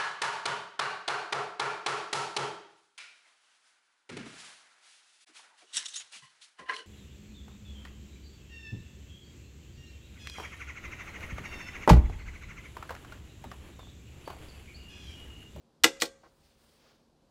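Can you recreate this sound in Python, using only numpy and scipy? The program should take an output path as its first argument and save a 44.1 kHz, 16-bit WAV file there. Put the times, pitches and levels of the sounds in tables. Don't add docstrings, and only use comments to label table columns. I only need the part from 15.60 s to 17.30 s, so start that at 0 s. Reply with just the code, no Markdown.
import sys
import numpy as np
from scipy import signal
from scipy.fft import rfft, irfft
from scipy.io import wavfile
from scipy.ndimage import map_coordinates

SR = 44100
rng = np.random.default_rng(int(sys.argv[2]) if len(sys.argv) > 2 else 0)


def inscribe(sig):
    pcm = np.round(np.clip(np.atleast_2d(sig).T, -1, 1) * 32767)
    wavfile.write(sys.argv[1], SR, pcm.astype(np.int16))


def convert_level_to_amplitude(level_db):
    exponent = np.asarray(level_db, float) / 20
    return 10 ** exponent


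N = 74970


def unit(x):
    return x / np.sqrt(np.mean(x ** 2) + 1e-20)


def along(points, hz):
    point_hz, value = np.transpose(points)
    return np.interp(np.log(hz + 1), np.log(point_hz + 1), value)


def wobble(rate_hz):
    points = rng.standard_normal(int(N * rate_hz / SR) + 4)
    return map_coordinates(points, [np.arange(N) * rate_hz / SR])


def level_curve(time_s, level_db):
    return convert_level_to_amplitude(np.interp(np.arange(N) / SR, time_s, level_db))


def noise(spectrum, size, tilt_db=0):
    hz = np.fft.rfftfreq(size, 1 / SR)
    gain = convert_level_to_amplitude(along(spectrum, hz) + tilt_db * np.log2((hz + 50) / 3000))
    white = rng.standard_normal(size)
    return unit(irfft(rfft(white) * gain, size))


def burst(spectrum, level_db, rise_s, t60_s, tilt_db=0):
    t = np.arange(8192) / SR
    rise = 1 - np.exp(-(t / rise_s) ** 2)
    return noise(spectrum, size=8192, tilt_db=tilt_db) * convert_level_to_amplitude(level_db - 60 * t / t60_s) * rise


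def ring(modes, ring_db, rise_s, tilt_db=0):
    scatter_db = 2
    t = np.arange(SR // 2) / SR
    out = np.zeros(len(t))
    for pitch_hz, level_db, t60_s in modes:
        tilted_db = level_db + tilt_db * np.log2(pitch_hz / 500)
        start_db = tilted_db + scatter_db * rng.standard_normal()
        out += convert_level_to_amplitude(start_db - 60 * t / t60_s) * np.sin(2 * np.pi * pitch_hz * t)
    return convert_level_to_amplitude(ring_db) * (1 - np.exp(-t / rise_s)) * out


def add(track, start_s, sound):
    part = track[round(start_s * SR):][:len(sound)]
    part += sound[:len(part)]


def rumble():
    # time_s, level_db
    levels = [(0.0, -75), (0.194, -83.5), (0.24, -51), (0.298, -67), (0.35, -68), (0.728, -76.5),
              (0.808, -68.5), (1.202, -78), (1.7, -77)]
    # (per Hz, relative)
    colour = [(15, -29.5), (30, -0.5), (80, -0.5), (120, -19.5), (200, -60.5)]
    time_s, level_db = np.transpose(levels)
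    return level_curve(time_s, level_db) * noise(colour, size=N)


def fans():
    # (per Hz, relative)
    rush_colour = [(15, -50), (40, -12), (90, -3.5), (150, -1.5), (300, -2.5), (550, -6.5), (1000, -12.5),
                   (2000, -24.5), (4500, -21.5), (7000, -28), (12000, -35.5), (15500, -46), (16000, -81)]
    # pitch_hz, level_db (rms, before wavering)
    hum = [(153, -80), (230, -78), (540, -82.5)]
    rush_db, swell_db, waver_db = -69.5, 1, 2.5
    t = np.arange(N) / SR
    tones = np.zeros(N)
    for pitch_hz, level_db in hum:
        loudness = np.sqrt(2) * convert_level_to_amplitude(level_db + waver_db * wobble(42))
        tones += loudness * np.sin(2 * np.pi * pitch_hz * t + wobble(2))
    rush = convert_level_to_amplitude(rush_db + swell_db * wobble(5)) * noise(rush_colour, size=N)
    return rush + tones


def sleeve():
    # time_s, middle_db, treble_db, low_db
    levels = [(0.561, -87, -93.5, -79.5), (.66, -71.5, -86, -85), (.74, -83, -82.5, -75.5),
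              (.86, -70, -78.5, -83.5), (0.958, -75, -81.5, -80.5), (1.04, -71.5, -75.5, -73.5),
              (1.18, -71, -78, -78), (1.29, -67, -86.5, -68.5), (1.36, -74.5, -88, -75.5),
              (1.42, -80.5, -95, -84), (1.55, -97.5, -99, -97.5)]
    # (per Hz, relative)
    middle = [(1200, -10), (2000, -5), (3000, -4), (4800, -2.5), (6500, -10), (9000, -25)]
    treble = [(5000, -26), (7000, -5), (9000, -1), (12000, -10), (15000, -6.5), (15700, -6), (16000, -57)]
    low = [(150, -30), (400, 1), (800, -3), (1600, -3.5), (2500, -28)]
    grain_db = .8
    t = np.arange(N) / SR
    time_s, *band_levels = np.transpose(levels)
    out = np.zeros(N)
    for level_db, colour in zip(band_levels, (middle, treble, low)):
        loudness = convert_level_to_amplitude(np.interp(t, time_s, level_db, left=-120, right=-120))
        out += loudness * noise(colour, size=N)
    return out * convert_level_to_amplitude(grain_db * wobble(120))


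def thud():
    # start_s, level_db
    contacts = [(.632, -52), (.643, -56), (.654, -57)]
    # (per Hz, relative)
    colour = [(120, -30), (280, -10.5), (600, -6.5), (1200, -11.5), (2000, -19.5), (3000, -40), (5000, -32),
              (8000, -57.5)]
    out = np.zeros(N)
    for start_s, level_db in contacts:
        add(out, start_s, burst(colour, level_db, rise_s=.003, t60_s=.11))
    return out


def rattles():
    # start_s, level_db, rise_s, t60_s, tilt_db (per octave)
    knocks = [(.2355, -5, .0022, .02, 0), (.368, -52, .002, .02, -3), (.4, -40, .001, .08, 0),
              (.4105, -22, .002, .02, 0), (.431, -25, .001, .025, 0), (.451, -32, .004, .04, -1)]
    # (per Hz, relative)
    colour = [(470, -51), (900, -21), (2500, -7), (4400, 1), (5700, -4.5), (7200, -8.5), (11000, -15),
              (15300, -14.5), (16300, -44)]
    out = np.zeros(N)
    for start_s, level_db, rise_s, t60_s, tilt_db in knocks:
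        add(out, start_s, burst(colour, level_db, rise_s, t60_s, tilt_db))
    return out


def blows():
    # start_s, clatter_db, clatter_t60_s, clatter_tilt_db (per octave),
    # panel_db, panel_tilt_db (per octave), cap_db
    strikes = [(.2423, -8, .016, 0, -21, 0, -5), (.2447, -11, .03, 0, -33, 0, -13),
               (.4192, -25, .03, -1, -45, 3, -27), (.4207, -14, .025, -1, -28, 4, -18)]
    # (per Hz, relative)
    clatter_colour = [(120, -49.5), (300, -22.5), (900, -10), (1500, 1), (2400, -5.5), (3500, -4),
                      (4500, -4.5), (6500, -8.5), (9000, -13), (15000, -21.5), (16300, -52.5)]
    # pitch_hz, level_db (relative), t60_s
    panel = [(160, -22, .3), (255, -8, .2), (324, -1, .12), (400, -6, .12), (478, 1, .09), (630, -13, .08),
             (770, -6, .07), (848, -6, .07), (1100, -6, .06), (1390, -13, .07), (543, -20, .55),
             (1577, -29, .35)]
    # pitch_hz, level_db (relative), t60_s
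    cap = [(1600, -8, .012), (2000, 1, .017), (2430, -1, .013), (2900, 0, .012), (3350, -2, .013),
           (4200, -8, .01)]
    blow_rise_s, panel_rise_s = .00015, .001
    out = np.zeros(N)
    for start_s, clatter_db, t60_s, tilt_db, panel_db, panel_tilt_db, cap_db in strikes:
        add(out, start_s, burst(clatter_colour, clatter_db, blow_rise_s, t60_s, tilt_db))
        add(out, start_s, ring(panel, panel_db, panel_rise_s, panel_tilt_db))
        add(out, start_s, ring(cap, cap_db, blow_rise_s))
    return out


def key():
    return rattles() + blows()


def room(x, decay):
    delay_s = 0.0045
    hz, t, z = signal.stft(rng.standard_normal(SR // 2), SR, nperseg=256)
    fading = z * convert_level_to_amplitude(-60 * t / along(decay, hz)[:, None])
    tail = signal.istft(fading, SR, nperseg=256)[1]
    delayed = np.pad(x, (round(delay_s * SR), 0))
    return signal.fftconvolve(delayed, tail / np.linalg.norm(tail))[:N]


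def scene():
    # pitch_hz, t60_s
    short_decay = [(150, 0.23), (500, 0.17), (1500, 0.11), (4000, 0.13), (8000, 0.13), (15000, 0.084)]
    # pitch_hz, t60_s
    late_decay = [(150, 0.81), (1000, 0.59), (4000, 0.4), (7000, 0.59), (15000, 0.21)]
    low_cut = signal.butter(3, 130, "high", fs=SR, output="sos")
    near = signal.sosfilt(low_cut, key() + thud())
    echoes = convert_level_to_amplitude(-9.5) * room(near, short_decay) + convert_level_to_amplitude(-26.5) * room(near, late_decay)
    return (near + echoes + sleeve() + fans() + rumble())[None]


def top_cut(x):
    return signal.sosfilt(signal.butter(12, 16810, fs=SR, output="sos"), x)


def record(dry):
    top, knee = 1.0, 8
    mix = dry / (1 + np.abs(dry / top) ** knee) ** (1 / knee)
    return top_cut(mix)


dry = scene()
out = record(dry)
inscribe(out)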